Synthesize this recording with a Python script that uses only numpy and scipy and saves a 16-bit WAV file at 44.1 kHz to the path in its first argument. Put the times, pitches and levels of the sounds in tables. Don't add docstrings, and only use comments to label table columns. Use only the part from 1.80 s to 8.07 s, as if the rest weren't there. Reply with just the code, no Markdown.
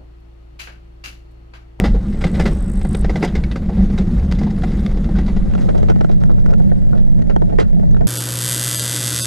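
import sys
import numpy as np
from scipy import signal
from scipy.fft import rfft, irfft
from scipy.io import wavfile
from scipy.ndimage import uniform_filter1d

SR = 44100
rng = np.random.default_rng(int(sys.argv[2]) if len(sys.argv) > 2 else 0)


def ratio_of_db(decibels):
    return 10 ** (np.asarray(decibels, float) / 20)


def store_wav(level_fs):
    pcm = np.round(np.clip(np.atleast_2d(level_fs), -1, 1) * 32767)
    wavfile.write(sys.argv[1], SR, pcm.T.astype(np.int16))


N = 276507
T = np.arange(N) / SR

WIDE_FADE_S, WIDE_FADE_DB = (3.43, 3.534, 3.9), (-65, -12.5, 0)
# time in seconds, thud level in dB, length in ms.
THUDS = [(0.004, -20.5, 9), (0.147, -28.5, 6), (0.345, -28, 2.9), (0.675, -28, 2.2), (1.049, -21.5, 3.4),
         (1.968, -28.5, 8.3), (1.992, -27.5, 9.3), (2.101, -27.5, 2.8), (2.185, -26.5, 3.2),
         (2.208, -26.5, 4.5), (2.612, -24, 5.7), (2.667, -26.5, 6.4), (3.144, -30, 3.7), (3.172, -24, 3.3),
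         (3.29, -27, 2.9), (4.515, -46, 3.2), (4.685, -30, 14), (4.709, -35, 4.1), (4.8, -32, 3.7),
         (4.916, -29.5, 3.7), (5.131, -30, 3.5), (5.148, -33, 8.3), (5.386, -40, 6.4), (5.62, -25, 3.1),
         (5.725, -30, 5.9), (5.931, -43, 1.4), (5.969, -46, 9.1), (5.997, -31, 1.9), (6.03, -33.5, 3.9),
         (6.208, -26.5, 5.4)]


def evened(x):
    return x / np.sqrt(np.mean(x ** 2) + 1e-20)


def read(points, hz):
    f, value = np.transpose(points)
    return np.interp(np.log(hz + 1), np.log(f + 1), value)


def split(hz, edges_hz):
    below = [1 / (1 + (hz / edge) ** 6) for edge in edges_hz]
    return np.diff([0 * hz, *below, 1 + 0 * hz], axis=0)


def wander(top_hz):
    lowpass = signal.butter(2, top_hz, fs=SR, output="sos")
    return evened(signal.sosfiltfilt(lowpass, rng.standard_normal(N)))


def wide_fade_db():
    return np.interp(T, WIDE_FADE_S, WIDE_FADE_DB)


def layers(noise_spectrum, colour, steady=0.7):
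    # frequency in Hz, width in Hz, lift in dB.
    trough_modes = [(62.7, 13, -2), (201.2, 34, -5), (330.4, 64, 4), (2024, 370, -3), (3770, 320, -8.5),
                    (6600, 520, -17.5)]
    hz = np.fft.rfftfreq(N, 1 / SR)
    lift = 1 + sum(ratio_of_db(db) / (1 + (2 * (hz - f) / width_hz) ** 2) for f, width_hz, db in trough_modes)
    weights = split(hz, (100, 260, 1000))
    bands = irfft(noise_spectrum * ratio_of_db(read(colour, hz)) * lift * weights, N)
    swell = uniform_filter1d(uniform_filter1d(bands ** 2, 2600, axis=1), 2600, axis=1)
    return np.array([evened(b) for b in bands / (abs(swell) + 1e-12) ** (steady / 2)])


def bumps(rows, width_s):
    s, lift_db = np.transpose(rows)
    coarse_s = T[::64]
    lift = lift_db @ np.exp(-((coarse_s - s[:, None]) / width_s) ** 2)
    return np.interp(T, coarse_s, lift)


def levels(offset_db, follow, bumpy):
    # time in seconds, wheel load in dB, grit on the steel in dB.
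    ride = [(0.03, -20, -37), (0.3, -25, -38.5), (0.62, -18, -32.5), (0.9, -23, -38.5), (1.1, -24.5, -38),
            (1.4, -20.5, -35), (1.77, -24.5, -38.5), (2.25, -19, -35.5), (2.6, -19, -37.5),
            (3.0, -21, -35.5), (3.43, -18.5, -37), (3.64, -22.5, -38), (3.82, -23, -34.5),
            (4.5, -23, -39.5), (4.76, -21, -37.5), (5.3, -23, -39), (5.78, -22.5, -40), (6.2, -21, -39.5)]
    # time in seconds, lift in dB.
    bounces = [(0.03, -1), (0.13, 10.5), (0.25, -1), (0.45, 1.5), (1.01, 5), (1.24, 6), (1.43, -12.5),
               (1.61, 4), (2.01, 6.5), (2.2, 0), (2.41, 4), (2.69, -8.5), (3.15, 2.5), (3.38, 2), (3.62, 5),
               (3.8, -6.5), (4.09, 3), (4.17, -7.5), (4.31, -5.5), (4.4, 3), (4.91, 4), (5.25, 4.5),
               (5.51, 7.5), (5.66, 4), (5.8, 7), (6.03, -0.5), (6.2, 5)]
    # time in seconds, lift in dB.
    drums = [(0.06, 3.5), (0.19, -6), (0.31, 5.5), (0.39, -5), (0.45, 4.5), (0.66, 0.5), (0.79, -9.5),
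             (1.01, -3), (1.11, 8.5), (1.33, -1), (1.43, 3), (1.9, 4.5), (2.01, 11.5), (2.2, 4), (2.41, -7),
             (2.66, 6), (3.15, -3.5), (3.38, 2.5), (3.97, -5), (4.17, 4), (5.22, -4.5), (5.37, 3.5),
             (5.51, -6), (5.89, -16), (5.96, 2.5), (6.11, 2)]
    mean_load_db, mean_grit_db = -21, -38
    s, load_db, grit_db = np.transpose(ride)
    load = np.interp(T, s, load_db - mean_load_db)
    grit = np.interp(T, s, grit_db - mean_grit_db)
    boom = bumpy * bumps(bounces, width_s=0.065)
    drumming = bumpy * bumps(drums, width_s=0.038)
    base_db = np.reshape([mean_load_db, mean_load_db, mean_grit_db, mean_grit_db], (-1, 1)) + offset_db
    course_db = np.reshape(follow, (-1, 1)) * [load, load, grit, grit]
    return base_db + course_db + [boom, drumming, 0 * T, 0 * T]


def patchy(x, depth_db):
    z = signal.stft(x, nperseg=256)[2]
    patches = uniform_filter1d(rng.standard_normal(z.shape), 7, axis=0)
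    patches = evened(uniform_filter1d(patches, 9, axis=1))
    return evened(signal.istft(z * ratio_of_db(depth_db * patches), nperseg=256)[1][:N])


def played(bands, levels_db, grit):
    flicker_db = np.outer([0, 1.1, 1.23, 1.4], grit)
    hiss = patchy(bands[-1], depth_db=1.7)
    return ([*bands[:-1], hiss] * ratio_of_db(levels_db + flicker_db)).sum(0)


def rolling():
    # frequency in Hz, density in dB per Hz.
    wind_colour = [(12, -33), (20, 10), (53, 5.5), (106, -8), (196, 3), (282, -15), (566, -16.5),
                   (632, -24), (747, -24), (987, -37), (1380, -41), (2480, -51.5), (3760, -52.5),
                   (10700, -65), (11300, -69.5), (15600, -75)]
    stereo_colour = [(12, -48), (20, 16), (50, 7.5), (112, -3), (191, 2), (274, -23), (465, -29.5),
                     (669, -26.5), (1100, -49), (1820, -46.5), (2280, -54.5), (9170, -62.5), (12500, -74.5),
                     (13500, -81), (15600, -93.5)]
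    wide_colour = [(12, -13), (20, 21.5), (61, -12), (112, -9.5), (186, -11), (290, -28.5), (492, -15.5),
                   (582, -7.5), (747, -28), (883, -32), (1040, -51.5), (1870, -61), (2410, -71.5),
                   (9420, -72), (15600, -113)]
    # frequency in Hz, share 0-1.
    lean_share = [(40, 0.6), (90, 0), (200, 0.61), (600, .05), (2000, 0.4), (8000, 0.2)]
    wind_db, stereo_db = (2.5, -1, -1, -11.5), (-3.5, -4.5, -3, -17.5)
    wide_offset_db = (9.5, 8, 2.5, -6)
    follow, wide_follow = (0.81, 1.03, 1.54, 1.28), (0.6, 0.83, 0.6, 0.6)

    first, second, third = rfft(rng.standard_normal((3, N)))
    lean = np.clip(read(lean_share, np.fft.rfftfreq(N, 1 / SR)), 0, 0.99)
    turn = np.interp(T, (3.54, 4.69), [0, np.pi / 2])
    grit = evened(wander(23.5) + 1.1 * wander(92))
    centre = np.cos(turn) * layers(first, wind_colour) + np.sin(turn) * layers(second, stereo_colour)
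    wide = layers(np.sqrt(1 - lean ** 2) * third - lean * second, wide_colour, steady=0.18)
    mode_db = np.outer(wind_db, np.cos(turn) ** 2) + np.outer(stereo_db, np.sin(turn) ** 2)
    wide_db = np.reshape(wide_offset_db, (-1, 1)) + wide_fade_db()
    centre = played(centre, levels(mode_db, follow, bumpy=1), grit)
    wide = played(wide, levels(wide_db, wide_follow, bumpy=0.31), grit)
    return np.array([centre, wide * (T > WIDE_FADE_S[0])])


def hits():
    # time in seconds, clack level in dB, thud over clack in dB, rattle length in ms.
    clacks = [(0.04, -28.5, 13.5, 6.5), (0.325, -45, -4, 3.8), (0.411, -33.5, -3, 6.5),
              (0.441, -26.5, 10, 4.25), (0.466, -35.5, 6, 4.8), (0.545, -36, 6, 8),
              (0.597, -24.5, 8.5, 4.9), (0.62, -36, -4, 4.8), (0.656, -25.5, 7, 6), (1.015, -39.5, 1, 2.3),
              (1.149, -29.5, 6, 2.1), (1.245, -33, 12, 4), (1.295, -32, 13.5, 4.6), (1.357, -31, 11.5, 5),
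              (1.427, -24, 12.5, 5.5), (1.447, -32.5, 1, 5), (1.475, -37, 8, 5.3), (1.552, -30.5, 9.5, 5.7),
              (1.638, -33.5, -24, 2.8), (1.715, -35, -1, 3.9), (1.758, -33, 11.5, 4.9),
              (1.89, -46.5, 21, 8.3), (2.178, -32.5, -5, 4.8), (2.525, -26.5, 2, 1.3), (2.631, -36, 6, 5.1),
              (2.821, -38, 3, 2.7), (2.835, -33, 8.5, 4.4), (2.916, -40, -2, 4.1), (3.064, -30, -1, 1.96),
              (3.113, -44, -5, 3.9), (3.244, -38.5, -11, 2.4), (3.354, -41, 11, 11),
              (3.385, -35, 10.5, 4.9), (3.48, -38, 11, 6.5), (3.565, -40, 14, 3.9)]
    late_clacks = [(3.713, -44, -11, 2), (3.738, -37, 1, 1.6), (3.752, -35.5, 6, 2), (3.78, -41.5, 4, 3),
                   (3.889, -36.5, 10.5, 3.5), (3.947, -46.5, 15.5, 6.6), (4.03, -36, 10, 2.3),
                   (4.086, -35.5, 6.5, 4.1), (4.099, -29.5, 4.5, 2.9), (4.12, -40.5, 8, 1.3),
                   (4.161, -43, 12.5, 2.1), (4.21, -34, 8, 2.2), (4.247, -34, 9.5, 1.9),
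                   (4.295, -43.5, 15, 3.2), (4.413, -50.5, 12, 6.3), (4.438, -33.5, 2, 1.4),
                   (4.496, -46.5, 14, 5.3), (4.581, -48.5, 13, 4), (4.662, -34, 1, 1.87),
                   (4.737, -36.5, 3, 2.3), (5.176, -45.5, 3, 5.4), (5.498, -37.5, 8.5, 4.1),
                   (5.523, -55, 12, 1.9), (5.564, -32, 9, 1.62), (5.695, -48.5, 13, 5.4),
                   (5.787, -30.5, 12.5, 2.6), (5.798, -37.5, -12, 2.3), (5.806, -32, 3, 3.2),
                   (5.817, -37.5, 5, 4.7), (6.147, -45, 11, 1.3), (6.168, -43.5, 10.5, 2.5)]
    # time in seconds, tick level in dB, length in ms.
    ticks = [(0.055, -36.5, 7.4), (0.469, -41.5, 2.6), (0.554, -47.5, 3.5), (0.61, -39, 3.8),
             (0.678, -40.5, 3.4), (1.114, -52.5, 16), (1.418, -46, 6.5), (1.448, -33.5, 3.4),
             (2.186, -41, 2.7), (2.397, -49, 3), (2.548, -49, 5.8), (2.513, -40, 4.7), (2.587, -43, 4.5),
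             (2.705, -47, 4), (2.763, -52, 2.3), (2.791, -60, 1.3), (2.87, -50, 12), (2.994, -49, 2.7),
             (3.463, -46, 4), (3.81, -49.5, 6.3), (3.98, -45.5, 2.4), (4.314, -48, 3.8),
             (4.331, -57.5, 3.4), (4.405, -55.5, 2.9), (4.458, -56.5, 1.7), (4.516, -53, 1.8),
             (4.597, -57, 4), (4.705, -50.5, 3), (5.025, -87, 5.5), (5.422, -49.5, 1.7), (5.799, -36, 3.6),
             (5.823, -56, 3.8), (5.88, -62, 3.6), (5.999, -63, 4.2), (6.112, -59, 5.5)]
    rows = [(s, db + thud, db, db - 10, ms) for s, db, thud, ms in clacks]
    rows += [(s, db + thud, db, db - 13, ms) for s, db, thud, ms in late_clacks]
    rows += [(s, db, db - 18, db - 27, ms) for s, db, ms in THUDS]
    rows += [(s, db + 8, db + 3, db, ms) for s, db, ms in ticks]
    return np.transpose(rows)


def blows(length_ms, stretch, lumpy_db, strike_db):
    t = np.arange(4096) / SR
    draw = rng.standard_normal((len(length_ms), 2, len(t)))
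    decay_s = stretch * np.maximum(length_ms[:, None] - 1.2, 0.25) / 1000
    u = t / decay_s
    lumps = ratio_of_db(lumpy_db * evened(uniform_filter1d(draw[:, 1], 60, axis=1)))
    swell = (1 - np.exp(-(u / 0.5) ** 1.17)) * np.exp(-u)
    tail = ratio_of_db(-17.5) * u ** 2 * np.exp(-u / 1.18)
    rattle = draw[:, 0] * lumps * (swell + tail)
    strike = (np.arange(len(t)) == 20) * np.linalg.norm(rattle, axis=1)[:, None]
    return rattle + ratio_of_db(strike_db) * strike


def ring(force, times, modes, levels_db):
    hz = np.fft.rfftfreq(force.shape[1], 1 / SR)
    detune = 1 + 0.025 * rng.standard_normal((len(force), len(modes)))
    share = ratio_of_db(2.5 * rng.standard_normal((len(force), len(modes))))
    body = 0
    for i, (mode_hz, width_hz, db) in enumerate(modes):
        f = mode_hz * detune[:, i, None]
        response = width_hz / (width_hz + 1j * (hz ** 2 - f ** 2) / (hz + 30))
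        body = body + share[:, i, None] * ratio_of_db(db) * response
    top_hz = np.clip(6996.5 + 150 * (levels_db[1] + 44.5), 5000, 12000)[:, None]
    bands = split(hz, (230, 900, 3000))[1:, None]
    parts = irfft(rfft(force) * body / (1 + (hz / top_hz) ** 4) * bands)
    parts = np.roll(parts, 256, axis=2) * signal.windows.tukey(parts.shape[2], 0.1)
    peak = np.sqrt(uniform_filter1d(parts ** 2, 88, axis=2).max(2))
    sounds = (parts * (ratio_of_db(levels_db) / peak)[:, :, None]).sum(0)
    out = np.zeros(N + 2 * force.shape[1])
    for s, sound in zip(times, sounds):
        out[round(s * SR):][:len(sound)] += sound
    return out[256 + 44:][:N]


def knocks():
    # frequency in Hz, width in Hz, level in dB.
    sled_modes = [(342, 250, 16.5), (750, 112, 8), (1524, 840, 8.5), (1980, 91, 12), (2710, 29, 6),
                  (3630, 1150, 8), (4720, 260, 8), (6000, 600, -49.5), (8300, 800, -31)]
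    late_modes = [(413, 550, 4.5), (656, 66, 4), (1413, 155, 12.5), (1800, 490, 6.5), (2700, 240, 1.5),
                  (3900, 1640, 7), (4780, 500, -1), (5700, 490, 8), (8300, 1200, -30)]
    wide_modes = [(422, 200, 14.5), (549, 33, -6), (840, 54, 1), (1280, 290, -13), (2000, 300, -30),
                  (2900, 500, -46), (6000, 1500, -31), (9000, 1500, -46)]
    hollow_modes = [(675, 35, 6), (433, 170, -25), (1470, 100, -2.5), (1790, 180, -3), (4000, 2900, -18)]
    hollow_db = (-2, -0.5, -3)

    every = hits()
    late = every[0] > 3.6
    s, thud, clack, tick, length_ms = every[:, ~late]
    centre = ring(blows(length_ms, 1.75, 1.4, -14), s, sled_modes, [thud, clack, tick])

    s, thud, clack, tick, length_ms = every[:, late]
    force = blows(length_ms, 1.94, 2.8, -9.5)
    hollow = np.isin(s, np.transpose(THUDS)[0])
    big = (s > 5.77) & (s < 5.81)
    parts_db = np.array([thud, clack, tick]) + np.outer(hollow_db, hollow)
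    for modes, some in [(late_modes, ~hollow & ~big), (sled_modes, big)]:
        centre += ring(force[some], s[some], modes, parts_db[:, some])
    hollow_force = blows(0.62 * length_ms[hollow], 1.8, 1.5, -23)
    centre += ring(hollow_force, s[hollow], hollow_modes, parts_db[:, hollow])
    wide = ring(force, s, wide_modes, [thud + 16 - 2.9 * hollow, clack + 1.1, tick - 2.5])
    return np.array([centre, -wide * ratio_of_db(wide_fade_db())])


def damped_tones(rows, lift_db, rise_ms, wide_db):
    t, out = np.arange(4096) / SR, np.zeros(N + 4096)
    rise = 1 - np.exp(-(1000 * t / rise_ms) ** 2)
    for s, peak_db, hz, t60_ms in rows:
        decay_db = 60 * 1000 * t / max(t60_ms, 8)
        tone = rise * ratio_of_db(peak_db + lift_db - decay_db) * np.sin(2 * np.pi * hz * t)
        out[round(s * SR) - 44:][:len(t)] += tone
    centre = out[:N]
    return np.array([centre, -centre * ratio_of_db(wide_db) * (T > WIDE_FADE_S[-1])])


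def body_notes():
    # time in seconds, peak in dB, pitch in Hz, ring t60 in ms.
    note_rows = [(0.039, -17, 374, 60), (0.144, -13.5, 468, 64), (0.439, -17, 388, 52),
                 (0.596, -19, 395, 51), (0.656, -14, 375, 68), (1.052, -22, 377, 60),
                 (1.147, -13.5, 420, 56), (1.245, -22, 770, 60), (1.294, -19, 390, 69),
                 (1.356, -14, 382, 65), (1.426, -11, 380, 48), (1.552, -24, 382, 60), (1.758, -16, 532, 48),
                 (2.184, -18, 391, 74), (2.614, -26, 396, 79), (2.833, -18, 708, 47), (3.885, -21, 423, 80),
                 (4.1, -19, 700, 60), (4.295, -26, 686, 72), (4.687, -30, 681, 60), (4.708, -31, 657, 79),
                 (4.915, -26, 685, 41), (5.13, -30, 716, 67), (5.624, -18, 680, 85), (5.693, -29, 700, 60),
                 (5.724, -33, 692, 52), (5.787, -13.5, 460, 70), (5.933, -32, 673, 67),
                 (5.968, -27, 703, 67), (5.999, -29, 678, 60), (6.033, -29, 668, 60), (6.21, -33, 690, 60)]
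    return damped_tones(note_rows, lift_db=-3, rise_ms=2.3, wide_db=-4)


def steel_pings():
    # time in seconds, peak in dB, pitch in Hz, ring t60 in ms.
    ping_rows = [(0.0404, -21, 2000, 91), (0.4155, -33, 1330, 50), (0.4409, -10.5, 2090, 36),
                 (0.599, -25, 2000, 40), (0.6589, -14, 2050, 49), (1.052, -31, 2030, 46),
                 (1.1478, -20, 2230, 25), (1.2461, -23, 1850, 63), (1.296, -20, 2130, 35),
                 (1.3583, -19, 2050, 46), (1.4277, -15, 2145, 40), (1.5539, -20, 2120, 45),
                 (1.6392, -18, 2220, 30), (1.714, -25, 1540, 40), (1.7592, -18, 1300, 27),
                 (2.1867, -26, 1340, 32), (2.5227, -17, 2140, 21), (2.837, -20, 1410, 32),
                 (3.062, -29, 1190, 53), (3.3553, -24, 1470, 40), (3.8838, -24, 1290, 40),
                 (4.03, -28, 1360, 33), (4.0881, -42, 1280, 34), (4.1, -27, 1460, 34),
                 (4.1184, -30, 1450, 45), (4.1599, -34, 1490, 40), (4.2083, -22, 1320, 40),
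                 (4.2466, -18, 1410, 20), (4.4383, -30.5, 1470, 33), (4.4957, -36, 1460, 40),
                 (4.6618, -29, 1490, 40), (4.732, -21, 1370, 37), (4.7374, -29, 1490, 30),
                 (4.918, -27.5, 1820, 31), (5.1315, -29, 1455, 43), (5.4212, -30, 1890, 28),
                 (5.4969, -64, 1310, 40), (5.5654, -21, 1450, 24), (5.7872, -9.5, 1870, 28),
                 (5.8, -21, 1290, 40), (6.1459, -36, 1800, 58), (6.167, -23, 1460, 25),
                 (6.2198, -31, 1510, 34)]
    return damped_tones(ping_rows, lift_db=-6, rise_ms=0.67, wide_db=-8)


def resonate(x, hz, width_hz):
    turn = np.exp(2j * np.pi * np.cumsum(hz) / SR)
    r = np.exp(-np.pi * width_hz / SR)
    return 2 * (turn * signal.lfilter([1 - r], [1, -r], x / turn)).real


def resonate_twice(x, hz, second_hz, width_hz):
    return resonate(resonate(x, hz, width_hz), second_hz, width_hz)


def grasshopper():
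    # time in seconds, leg strokes so far.
    stroke_rows = [(.213, -3), (.266, 0), (.589, 18), (.714, 25), (.9, 35), (1.051, 43), (1.213, 51),
                   (1.223, 51.5)]
    # time in seconds, level in dB, wing resonance in Hz.
    buzz_rows = [(.2, -72, 7900), (.3, -63, 7950), (.55, -55, 8050), (.8, -53, 8100), (1.0, -53, 8130),
                 (1.15, -50, 8250), (1.22, -50, 8350)]
    strokes = np.interp(T, *np.transpose(stroke_rows))
    s, level_db, hz = np.transpose(buzz_rows)
    swing = 0.5 + 0.5 * np.cos(2 * np.pi * strokes)
    pegs = np.cumsum(720 * (1 + 0.091 * wander(40))) / SR
    clicks = evened(np.diff(np.floor(pegs), prepend=0) * ratio_of_db(2.5 * rng.standard_normal(N)))
    drive = (clicks + 0.45 * rng.standard_normal(N)) * ratio_of_db(1.9 * wander(30))
    wing_hz, high_hz = np.interp(T, s, hz), 12400 + 0 * T
    passing = ratio_of_db(np.interp(T, [0.6, 1.05], [-9, -3]))
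    sound = resonate_twice(drive * (swing ** 2.3 + 0.34), wing_hz, wing_hz, 600)
    sound -= passing * resonate_twice(drive * swing ** 3, wing_hz * 1.225, wing_hz * 1.215, 1200)
    sound += passing * resonate_twice(drive * swing ** 3, wing_hz, wing_hz, 1800)
    sound += ratio_of_db(-19) * resonate_twice(drive * swing ** 4, high_hz, high_hz, 2500)
    sound = sound / np.std(sound[SR // 2:SR])
    on = (T > stroke_rows[0][0]) & (T < stroke_rows[-1][0])
    return sound * on * ratio_of_db(np.interp(T, s, level_db))


def metal_chinks():
    # time in seconds, peak in dB, pitch in Hz, ring t60 in ms.
    chink_rows = [(1.1473, -23, 3720, 21), (1.3587, -22, 3360, 25), (1.4272, -25, 4890, 25),
                  (1.6387, -30, 4150, 27), (1.7146, -22.5, 3780, 23), (2.1859, -18.5, 3770, 21),
                  (2.524, -26, 4490, 28), (3.0634, -20, 3520, 23), (4.0284, -46, 3080, 25),
                  (4.245, -35, 3000, 25), (4.4378, -41, 3050, 25), (5.564, -28, 3200, 20),
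                  (5.7867, -34, 3740, 25), (5.799, -19, 3130, 22), (6.1115, -38, 6360, 33),
                  (6.1454, -41, 3830, 25)]
    return damped_tones(chink_rows, lift_db=-7, rise_ms=0.73, wide_db=-12)


def seed_flicks():
    # time in seconds, peak in dB, pitch in Hz, ring t60 in ms.
    flick_rows = [
        (2.748, -42, 11500, 8),
        (2.788, -32, 10200, 8.7),
        (3.815, -50, 13500, 14),
        (3.984, -46, 10000, 8),
        (4.06, -48, 12500, 8),
        (6.118, -48, 12000, 10),
    ]
    return damped_tones(flick_rows, lift_db=-7, rise_ms=0.73, wide_db=-12)


def scene():
    centre, wide = (rolling() + knocks() + body_notes() + steel_pings()
                    + metal_chinks() + seed_flicks())
    centre = centre + grasshopper()
    return np.array([centre + wide, centre - wide])


def low_pass(x):
    return signal.sosfilt(signal.butter(12, 15400, fs=SR, output="sos"), x)


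def record(dry):
    # time in seconds, top edge in Hz.
    top_edge = [(4.1, 15400), (4.14, 11200), (4.3, 14200), (4.45, 12800), (4.62, 15000), (4.7, 12200),
                (4.9, 14000), (5.06, 13600), (5.15, 11400), (5.45, 12600), (5.65, 14800), (5.76, 12900),
                (5.82, 11200), (5.92, 11200), (5.98, 13000)]
    ceiling = 0.93
    held = dry / (1 + (abs(dry) / ceiling) ** 4) ** (1 / 4)
    hz, t, z = signal.stft(held, SR, nperseg=1024)
    below_edge = hz[:, None] < np.interp(t, *np.transpose(top_edge))
    kept = signal.istft(z * below_edge, SR, nperseg=1024)[1][:, :N]
    return low_pass(kept)


dry = scene()
out = record(dry)
store_wav(out)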